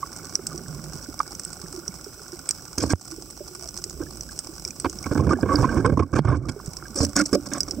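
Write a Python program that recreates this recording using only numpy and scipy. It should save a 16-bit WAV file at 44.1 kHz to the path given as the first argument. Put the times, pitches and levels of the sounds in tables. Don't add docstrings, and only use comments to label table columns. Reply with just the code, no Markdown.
import sys
import numpy as np
from scipy import signal
from scipy.fft import rfft, irfft
from scipy.io import wavfile
from scipy.ndimage import uniform_filter1d

SR = 44100
rng = np.random.default_rng(int(sys.argv[2]) if len(sys.argv) > 2 else 0)


def wav_record(signal):
    frames = np.transpose(np.atleast_2d(signal))
    bounded = np.clip(frames, -1, 1)
    quanta = np.round(bounded * 32767).astype(np.int16)
    wavfile.write(sys.argv[1], SR, quanta)


N = 343980

# (frequency [Hz], level [dB])
RUMBLE_EQ = [(15, -56), (25, -29), (67, 3.5), (86, 8), (151, -4), (193, -15), (294, 0), (423, -9.5),
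             (503, -6.5), (702, -17.5), (800, -52), (1040, -63), (1760, -120)]
GURGLE_EQ = [(350, -2.5), (560, -7.5), (720, -5), (930, -3), (1060, -3), (1170, -2), (1330, -6), (1570, -2),
             (1750, -15.5), (1950, -30), (2200, -13), (2500, -21.5), (2800, -19), (3700, -18.5),
             (5000, -73)]
# (frequency [Hz], level [dB])
SHALLOW_RUMBLE_EQ = [(25, -20), (75, -7.5), (140, -13.5), (205, 1.5), (245, -5.5), (290, 5), (350, -15),
                     (450, -17), (510, -8.5), (580, -3.5), (700, -24), (1200, -39)]
SHALLOW_GURGLE_EQ = [(500, -35), (700, -1), (970, -8), (1130, 5), (1270, -1), (1420, -8.5), (1600, 0.5),
                     (1900, -22), (2250, -8.5), (2700, -19), (3700, -2.5), (5000, -62)]
# (time [s], length [s], air pocket pitch [Hz], level [dB], foam offset [dB], gurgle offset [dB])
GUSHES = [(1.2, 0.0076, 242, -43.5, -1, 14), (2.777, 0.012, 260.6, -23, -15, -14),
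          (2.797, 0.023, 306, -33, -3, -25), (2.818, 0.0262, 290, -24, -8.5, -15),
          (2.849, 0.0444, 205.3, -31.5, -12, -17.5), (2.894, 0.032, 289, -28.5, -3, -4),
          (3.998, 0.04, 300, -35, -21, -10), (4.844, 0.02, 312, -23, -31, -2.5),
          (5.058, 0.0099, 203, -23.5, -19.5, -6), (5.111, 0.017, 195, -18, -26, -15),
          (5.152, .0087, 219, -16.5, -36, -12.5), (5.173, 0.0074, 255, -19, -21, -9.5),
          (5.191, 0.0618, 195, -13.5, -36, -14.5), (5.266, 0.014, 169, -7.5, -45, -17.5),
          (5.291, 0.047, 196.4, -11, -22.5, -10), (5.429, 0.013, 315.6, -9, -50.5, -16.5),
          (5.456, 0.039, 196, -20.5, -45, -11.5), (5.487, 0.067, 259, -19.5, -30, -11.5),
          (5.58, 0.041, 124, -17, -26.5, -16.5), (5.626, 0.03, 204, -14, -25.5, -9),
          (5.665, 0.1, 228.7, -25.5, -23, -9), (5.765, 0.042, 157.7, -19, -25.5, -10),
          (5.846, 0.029, 173, -13.5, -26, -9), (5.893, 0.00887, 164.3, -12, -36, -15.5),
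          (5.92, 0.018, 153.5, -13.5, -38, -22.5), (5.972, 0.0083, 192.4, -11, -29.5, -17),
          (5.991, .019, 125, -6.5, -35, -17), (6.022, 0.014, 202, -18.5, -25, -10.5),
          (6.128, 0.017, 196.4, -19, -27, -11), (6.153, 0.045, 202, -20.5, -19.5, -8),
          (6.246, 0.0292, 117, -12, -33.5, -15.5), (6.275, 0.08, 111.5, -9.5, -35, -13),
          (6.349, 0.034, 104, -17, -30, -28), (6.409, 0.09, 125, -30.5, -36, -46),
          (6.484, 0.013, 231, -26, -10.5, -13), (6.955, 0.064, 378.5, -32.5, 1, -11.5),
          (7.005, 0.043, 240, -24.5, -5.5, -14.5), (7.056, 0.04, 130, -36.5, -27, -32),
          (7.156, 0.063, 277.2, -21.5, -6.5, -10.5), (7.255, 0.016, 300, -37.5, 8, -31),
          (7.328, 0.026, 336.6, -17, -12, -12.5), (7.455, 0.018, 260.7, -34, -3.5, -9.5),
          (7.515, 0.067, 290, -34.5, -10.5, -2.5), (7.677, 0.0117, 282, -37, -2, -4),
          (7.767, 0.028, 240, -30, -35, -38)]


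def gushes(glug_db=-2.5, churn_db=-1.5, slosh_db=-11.5, flutter_db=4.5, shallow_from_s=6.9, size=2 ** 14):
    body, fizz = np.zeros(N), np.zeros((2, N))
    deep = response(RUMBLE_EQ), housing_ring(response(GURGLE_EQ))
    shallow = response(SHALLOW_RUMBLE_EQ), response(SHALLOW_GURGLE_EQ)
    froth = blips(per_s=900, low_hz=522, high_hz=2399.5, q=19, spread_db=0, size=N + size)
    froth += 0.51 * grains(per_s=7700, spread_db=1, size=N + size)
    tiny_bubbles = blips(per_s=1100, low_hz=4250, high_hz=8480, q=26, spread_db=3, size=N + size)
    for start, length, hz, db, foam_db, gurgle_db in GUSHES:
        now = slice(int(start * SR), int(start * SR) + size)
        rumble_ir, gurgle_ir = shallow if start > shallow_from_s else deep
        pocket_ir = resonance(rumble_ir, hz, width_hz=1.11 * hz) + 0.5 * rumble_ir
        slosh_ir = resonance(pocket_ir, hz, width_hz=0.7 * hz)
        flutter = from_db(flutter_db * np.tanh(waver(size)))
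        tone = glug(hz, length, rise_octaves=0.297, wobble_octaves=0.159, size=size)
        pulsing = burst(tone, length, rumble_ir, attack_s=0.00012, release_s=0.032, sag_db=4)
        lumps = flutter * grains(per_s=1800, spread_db=2, size=size)
        churn = burst(lumps, length, pocket_ir, attack_s=0.001, release_s=0.002, sag_db=-0.5)
        noise = rng.standard_normal(size)
        slosh = burst(noise, length, slosh_ir, attack_s=0.017, release_s=0.025, sag_db=2.5)
        low_end = from_db(glug_db) * pulsing + from_db(churn_db) * churn + from_db(slosh_db) * slosh
        add(body, start, from_db(db) * low_end)
        gulps = flutter * froth[now]
        gurgle = burst(gulps, length, gurgle_ir, attack_s=0.00075, release_s=0.0045, sag_db=4)
        add(body, start, from_db(db + gurgle_db) * gurgle)
        for channel in fizz:
            foam = flutter * (tiny_bubbles[now] + grains(per_s=2100, spread_db=3.5, size=size))
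            spurt = burst(foam, length, np.ones(1), attack_s=0.0022, release_s=0.00175, sag_db=0.5)
            add(channel, start, from_db(db + foam_db) * spurt)
    return body, fizz / np.sqrt(2)


# (time [s], level [dB], boom pitch [Hz])
SLAPS = [(2.8389, -8.5, 254), (2.9348, 0, 85), (4.848, -18, 288), (5.334, -1.5, 278), (6.192, -0.5, 131),
         (7.006, -9.5, 86)]


def slaps(decay_cycles=0.69, edge_decay_s=0.001, edge_gain=0.52):
    out, t = np.zeros(N), np.arange(SR // 10) / SR
    lowpass = signal.butter(2, 1100, fs=SR, output="sos")
    for s, db, hz in SLAPS:
        boom = -np.cos(2 * np.pi * hz * t + 1.01) * np.exp(-t * hz / decay_cycles)
        edge = edge_gain * np.exp(-t / edge_decay_s)
        slap = signal.sosfilt(lowpass, boom - edge)
        add(out, s, from_db(db) * slap / np.abs(slap).max())
    return out


# (time [s], pitch [Hz], level [dB], swell time [s])
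BUBBLES = [(.029, 1110, -18.5, .0029), (.391, 371.7, -27.5, 0.0032), (.513, 1193, -37, 0.0049),
           (1.085, 289, -28.5, 0.0044), (1.203, 1170, -9, 0.0016), (1.634, 166, -32.5, .0069),
           (1.738, 361.4, -32.5, 0.0071), (1.776, 337, -30, 0.0073), (1.89, 177, -30, 0.0044),
           (2.328, 348.2, -30.5, 0.0067), (3.118, 322, -32, 0.0093), (3.183, 355, -29.5, 0.0027),
           (3.406, 368, -30, 0.0037), (3.405, 583, -33.5, 0.0055), (4.003, 343, -23.5, 0.00563),
           (4.066, 1680, -42.5, 0.0021), (4.292, 1564, -36.5, 0.0021), (4.488, 317, -34, 0.0066),
           (4.581, 1470, -41, 0.0025), (4.649, 2300, -40, 0.0024), (4.706, 2400, -41, .0022),
           (4.847, 1100, -14, 0.00082), (5.042, 2210, -33, 0.0019), (5.309, 1187, -7.5, 0.0049),
           (5.332, 1461, -9.5, 0.0024), (5.354, 1660, -28, 0.0029), (5.388, 740, -19, 0.0016),
           (5.41, 4970, -27.5, 0.0012), (5.487, 1120, -17, 0.0079), (5.517, 1110, -13.5, 0.0051),
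           (5.557, 4740, -14.5, 0.0015), (5.556, 5260, -15, 0.0012), (5.643, 1035, -6, 0.003),
           (5.69, 1538, -17, 0.0034), (5.845, 1031, -18, 0.0062), (5.973, 1030, -13.5, 0.0017),
           (5.991, 1063, -17.5, 0.0042), (6.022, 1080, -16, 0.0041), (6.201, 150, -10, 0.0083),
           (6.287, 1102, -18, 0.0092), (6.322, 1027, -16.5, 0.0061), (6.452, 1180, -34.5, .0026),
           (6.6, 1080, -31, 0.0011), (6.679, 141, -22, 0.003), (6.825, 1380, -30.5, 0.0012),
           (6.854, 1580, -35.5, 0.0031), (7.021, 85, -24.5, 0.02), (7.199, 558, -22, .004),
           (7.199, 1408, -16, 0.0035), (7.258, 282, -28, 0.0059), (7.332, 451, -18.5, 0.0075)]


def bubbles(rise=0.0084, overtone_ratio=1.85, overtone_db=-27):
    out, t = np.zeros(N), np.arange(SR // 10) / SR
    for s, hz, db, swell in BUBBLES:
        age = t / swell
        phase = 2 * np.pi * hz * t * (1 + rise * np.tanh(age - 1))
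        tone = np.sin(phase) + from_db(overtone_db) * np.sin(overtone_ratio * phase)
        add(out, s, from_db(db) * age * np.exp(1 - age) * tone)
    return out


# (time [s], length [s], centre pitch [Hz], level [dB])
GLUGS = [(5.484, 0.069, 519, -27), (5.765, 0.044, 345, -16.5), (5.836, 0.0732, 476, -21.5),
         (6.276, 0.076, 607.6, -30)]


def rising_glugs(size=2 ** 13):
    out = np.zeros(N)
    for start, length, hz, db in GLUGS:
        swell = np.sin(np.pi * np.minimum(np.arange(size) / SR / length, 1))
        tone = glug(hz, length, rise_octaves=0.37, wobble_octaves=0.02, size=size)
        add(out, start, from_db(db) * swell * tone)
    return out


# (time [s], level [dB])
SNAPS = [(.254, -25.5), (0.354, -4), (0.4683, -14.5), (0.5772, -22), (1.026, -29), (1.1914, -20.5),
         (1.35, -23.5), (1.396, -18), (1.4349, -23.5), (1.4495, -18), (1.5312, -22.5), (1.8795, -16),
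         (2.043, -26), (2.49, -9), (2.5088, -10), (2.782, -10.5), (3.015, -25), (3.307, -27), (3.6752, -25),
         (3.688, -22), (3.7751, -18.5), (3.8401, -13.5), (3.897, -23), (4.2083, -18), (4.39, -13),
         (4.65, -12), (4.677, -21), (4.706, -24), (4.799, -18), (4.897, -21), (4.987, -22), (6.66, -25),
         (6.768, -22), (7.049, -13), (7.1645, -5), (7.5348, -13), (7.582, -20.5), (7.6052, -7),
         (7.632, -17), (7.7095, -15)]


def near_shrimp(edge_db=-10.5, size=2 ** 11):
    out, t = np.zeros((2, N)), np.arange(size) / SR
    crack = np.exp(-(t / 0.002) ** 2)
    tail = from_db(-4) * np.exp(-t / 0.0039) + from_db(-24.5) * np.exp(-t / 0.013)
    for s, db in SNAPS:
        scatter = (crack + tail) * rng.standard_normal((2, size))
        wall_mode = 2.7 * resonance(scatter, rng.uniform(4880, 8510), width_hz=350)
        edge = np.diff(scatter, prepend=0) * np.exp(-t / 0.0012)
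        snap = through_wall(scatter + wall_mode, side_db=-9.5) + from_db(edge_db) * edge
        add(out, s, from_db(db) * snap / np.abs(snap.mean(axis=0)).max())
    return out


# (frequency [Hz], level [dB])
RASP_EQ = [(900, -28), (1550, 10), (1900, -10), (2300, 7.5), (2800, -13.5), (3250, -1), (3800, -13),
           (4600, 2.5), (6500, -17), (12000, -20.5), (16000, -36)]
# (time [s], length [s], level [dB])
RASPS = [(1.201, 0.004, -39), (2.487, 0.0072, -40), (2.8, 0.026, -40.5), (2.898, 0.022, -36),
         (4.844, 0.0135, -37), (6.185, 0.014, -35.5), (6.486, 0.0099, -36), (7.163, 0.014, -46)]


def rasps(size=2 ** 13):
    out, ir = np.zeros(N), response(RASP_EQ)
    for start, length, db in RASPS:
        crackle = grains(per_s=4000, spread_db=4, size=size)
        rasp = burst(crackle, length, ir, attack_s=0.0023, release_s=0.00366, sag_db=4.5)
        add(out, start, from_db(db) * rasp)
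    return out


# (time [s], length [s], pitch
# [Hz], level [dB])
RINGS = [(.4, 0.62, 152, -42), (3.0, 1.35, 358.6, -52), (3.62, 0.053, 636, -50),
         (6.989, 0.0664, 474, -29), (7.158, 0.0677, 1520, -31.5), (7.16, .068, 2140, -39.5)]


def ringing_notes(q=14):
    out = np.zeros(N)
    for start, length, hz, db in RINGS:
        nudges = grains(per_s=400, spread_db=1, size=int(length * SR))
        burble = resonance(resonance(nudges, hz, hz / q), hz, hz / 2)
        add(out, start, from_db(db) * rms_one(burble * signal.windows.tukey(len(burble), 0.5)))
    return out


# (time [s], level [dB])
TRICKLE_FADER = [(4.95, -79), (5.06, -52), (5.2, -52), (5.33, -57), (5.36, -44), (5.42, -42), (5.5, -34),
                 (5.75, -36.5), (5.9, -49), (6.08, -87), (6.23, -44), (6.31, -35), (6.4, -53), (6.55, -86)]


def trickle(spray_db=-14):
    level = fader(TRICKLE_FADER)
    notes = blips(per_s=1000, low_hz=513, high_hz=2300, q=22, spread_db=-0.5, count=24)
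    slosh = rms_one(housing_ring(colour(notes, GURGLE_EQ)))
    spray = np.array([grains(per_s=7900, spread_db=0) for _ in range(2)])
    return level * slosh, level * from_db(spray_db) * spray


# (frequency [Hz], level [dB])
FLOW_EQ = [(20, -24), (55, 5.5), (108, -2.5), (151, -0.5), (229, -9), (352, -4.5), (454, -15), (560, -12),
           (698, -21), (900, -30), (1170, -51), (1980, -120)]
TINKLE_EQ = [(500, -3), (750, 11.5), (950, 4), (1170, 12), (1280, 5), (1450, 13), (1650, -3.5), (1900, -17),
             (2250, 3), (2750, -54), (3200, -38), (3800, -13), (5000, -24)]
# (time [s], level [dB])
FLOW_FADER = [(0.0, -44.5), (0.35, -41.5), (0.61, -38), (1.26, -43), (1.67, -42.5), (2.04, -45.5),
              (3.8, -46.5), (4.02, -40), (4.3, -45), (4.8, -44.5), (5.1, -37), (5.38, -31), (5.6, -23),
              (5.9, -24.5), (6.09, -42), (6.32, -29), (6.6, -43.5), (7.1, -43), (7.8, -40)]
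SIMMER_FADER = [(0.0, -49), (2.83, -53), (3.12, -61), (4.79, -56), (5.0, -51)]


def stream(flow_db=-1, plop_db=-6.5, wash_db=-7.5, simmer_db=-7, bass_cut_hz=75, full_rumble_s=3.3):
    lumps = from_db(flow_db) * colour(grains(per_s=990, spread_db=2.5), FLOW_EQ)
    thin = signal.sosfilt(signal.butter(1, bass_cut_hz, "high", fs=SR, output="sos"), lumps)
    bass_fade = np.minimum(np.arange(N) / SR / full_rumble_s, 1) ** 2
    flow = thin + bass_fade * (lumps - thin)
    plops = from_db(plop_db) * blips(per_s=40, low_hz=125, high_hz=402.7, q=13.5, spread_db=4)
    soft_plops = signal.sosfilt(signal.butter(2, 650, fs=SR, output="sos"), plops)
    wash = from_db(wash_db) * colour(grains(per_s=2000, spread_db=2), TINKLE_EQ)
    tiny_bubbles = blips(per_s=130, low_hz=845, high_hz=2620, q=15.6, spread_db=3)
    simmer = from_db(simmer_db) * rms_one(colour(tiny_bubbles, TINKLE_EQ))
    return fader(FLOW_FADER) * (flow + soft_plops) + fader(SIMMER_FADER) * (wash + simmer)


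# (frequency [Hz], level [dB])
HISS_EQ = [(1470, -40), (2500, -14), (3460, -17), (4400, -19.5), (5210, 1), (5910, 1), (6650, -14.5),
           (7980, 2.5), (9130, -14), (11700, -13.5), (15100, -8.5)]
# (time [s], level [dB])
REEF_FADER = [(5.6, 7), (6.42, -13.5), (6.62, 4.5)]


def far_shrimp(per_s=125, crackle_db=-53.7, knock_db=-62, hiss_db=-55.2, hiss_side_db=-60):
    t = np.arange(2 ** 11) / SR
    crack = np.exp(-t / 0.00116)
    scatter = from_db(-11) * np.exp(-t / 0.0053)
    loudness = from_db(-19 * np.sqrt(rng.random(N)))
    snaps = (rng.random(N) < per_s / SR) * loudness
    power = signal.oaconvolve(snaps ** 2, (crack + scatter) ** 2)[:N]
    drive = rms_one(np.sqrt(np.abs(power))) * rng.standard_normal((2, N))
    crackle = from_db(crackle_db) * through_wall(drive, side_db=-4.5)
    knock = from_db(knock_db) * colour(drive[0], TINKLE_EQ)
    hiss = from_db(hiss_db) * colour(rng.standard_normal(N), HISS_EQ)
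    hiss_side = from_db(hiss_side_db) * colour(rng.standard_normal(N), WALL_SIDE_EQ)
    return fader(REEF_FADER) * (crackle + pan(knock + hiss, hiss_side, right_db=3))


# (time [s], level [dB])
TICK_FADER = [(0, -39), (2.4, -40.5), (3.3, -48), (7.8, -45)]


def camera_tick(first_s=0.0575, frames_per_s=29.97, hz=1390, width_hz=320, between_db=-10, size=2 ** 10):
    out, level, t = np.zeros(N), fader(TICK_FADER), np.arange(size) / SR
    for frame, s in enumerate(np.arange(first_s, N / SR, 1 / frames_per_s)):
        rasp = rng.standard_normal(size) * t * np.exp(-t / 0.00145)
        tick = resonance(resonance(rasp, hz, width_hz), hz, width_hz)
        gain = level[int(s * SR)] * from_db(between_db * (frame % 2))
        add(out, s, gain * tick / np.abs(tick).max())
    return out


# (frequency [Hz], level [dB])
WALL_MID_EQ = [(2200, -15.5), (3000, -18.5), (3800, -19.5), (4400, -4.5), (4750, -5.5), (5150, 4.5),
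               (5800, 6.5), (6500, -3.5), (7300, -2.5), (8050, 4.5), (8800, -9), (10500, -12.5),
               (12000, -21), (16000, -25)]
WALL_SIDE_EQ = [(1760, -11.5), (3000, -23), (3430, -39), (3970, -23.5), (4260, -3.5), (4760, -74),
                (5070, 3.5), (5630, -6.5), (6760, -10.5), (8000, -6.5), (8700, -20), (9800, -10.5),
                (11500, -18.5), (14800, -14), (16000, -21)]


def through_wall(drive, side_db):
    side = from_db(side_db) * colour(drive[1], WALL_SIDE_EQ)
    return pan(colour(drive[0], WALL_MID_EQ), side, right_db=5.5)


def housing_ring(x, hz=1110, width_hz=53, ring_db=-1):
    return x + from_db(ring_db) * resonance(x, hz, width_hz)


def glug(hz, length, rise_octaves, wobble_octaves, size):
    progress = np.minimum(np.arange(size) / SR / length, 1)
    pitch = hz * 2 ** (rise_octaves * (progress - 0.5) + wobble_octaves * waver(size))
    return np.sqrt(2) * np.sin(2 * np.pi * np.cumsum(pitch) / SR)


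def blips(per_s, low_hz, high_hz, q, spread_db, size=N, count=16):
    births = grains(per_s, spread_db, size)
    note = rng.integers(0, count, size)
    pitches = np.geomspace(low_hz, high_hz, count)
    return rms_one(sum(resonance(births * (note == k) + 1e-18, hz, hz / q)
                       for k, hz in enumerate(pitches)))


def grains(per_s, spread_db, size=N):
    born = rng.random(size) < per_s / SR
    strength = from_db(spread_db * np.minimum(rng.exponential(1, size), 4))
    return rms_one(born * strength * rng.choice([-1, 1], size))


def burst(source, length, ir, attack_s, release_s, sag_db):
    t = np.arange(len(source)) / SR
    onset = 1 - np.exp(-t / attack_s)
    release = np.exp(-np.maximum(t - length, 0) / release_s)
    envelope = onset * from_db(-sag_db * t / length) * release
    sound = signal.fftconvolve(source * envelope, ir)
    return sound * np.sqrt(length * SR) / (np.linalg.norm(sound) + 1e-12)


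def waver(size, smooth_samples=300):
    smoothed = uniform_filter1d(rng.standard_normal(size), smooth_samples)
    return rms_one(uniform_filter1d(smoothed, smooth_samples))


def response(eq, size=4096):
    hz, db = np.transpose(eq)
    log_hz = np.log(np.fft.rfftfreq(size, 1 / SR) + 1)
    log_gain = np.log(from_db(np.interp(log_hz, np.log(hz), db)))
    cepstrum = irfft(log_gain)[:size // 2]
    cepstrum[0] = 0
    ir = irfft(np.exp(rfft(2 * cepstrum, size)))
    return ir / np.linalg.norm(ir)


def colour(x, eq):
    return signal.oaconvolve(x, response(eq))[:len(x)]


def resonance(x, hz, width_hz):
    r = np.exp(-np.pi * width_hz / SR)
    gain = (1 - r * r) / 2
    return signal.lfilter([gain, 0, -gain], [1, -2 * r * np.cos(2 * np.pi * hz / SR), r * r], x)


def pan(mid, side, right_db):
    gains = from_db([[-right_db / 2], [right_db / 2]])
    return np.array([mid + side, mid - side]) * gains / gains.mean()


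def fader(rows):
    s, db = np.transpose(rows)
    return from_db(np.interp(np.arange(N) / SR, s, db))


def from_db(db):
    return 10 ** (np.asarray(db) / 20)


def rms_one(x):
    return x / np.sqrt(np.mean(x ** 2) + 1e-20)


def add(out, s, sound):
    at = int(s * SR)
    out[..., at:at + sound.shape[-1]] += sound[..., :N - at]


def scene():
    body, fizz = gushes()
    slosh, spray = trickle()
    water = body + slosh + rasps() + bubbles() + rising_glugs() + ringing_notes() + slaps() + stream()
    mono = pan(water + camera_tick(), 0, right_db=7)
    return mono + through_wall(fizz + spray, side_db=-3.5) + near_shrimp() + far_shrimp()


def record(dry, ceiling=0.2884, release_db_per_s=85, attack_s=0.000885, sense_samples=64, top_hz=15700):
    power = uniform_filter1d(dry ** 2, sense_samples).max(axis=0)
    over_db = 10 * np.log10(np.maximum(power / ceiling ** 2, 1))
    ramp = release_db_per_s * np.arange(N) / SR
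    held_db = np.maximum.accumulate(over_db + ramp) - ramp
    pole = np.exp(-1 / (attack_s * SR))
    reduction_db = signal.lfilter([1 - pole], [1, -pole], held_db)
    lowpass = signal.ellip(10, 0.1, 80, top_hz, fs=SR, output="sos")
    return signal.sosfilt(lowpass, dry * from_db(-reduction_db))


dry = scene()
out = record(dry)
wav_record(out)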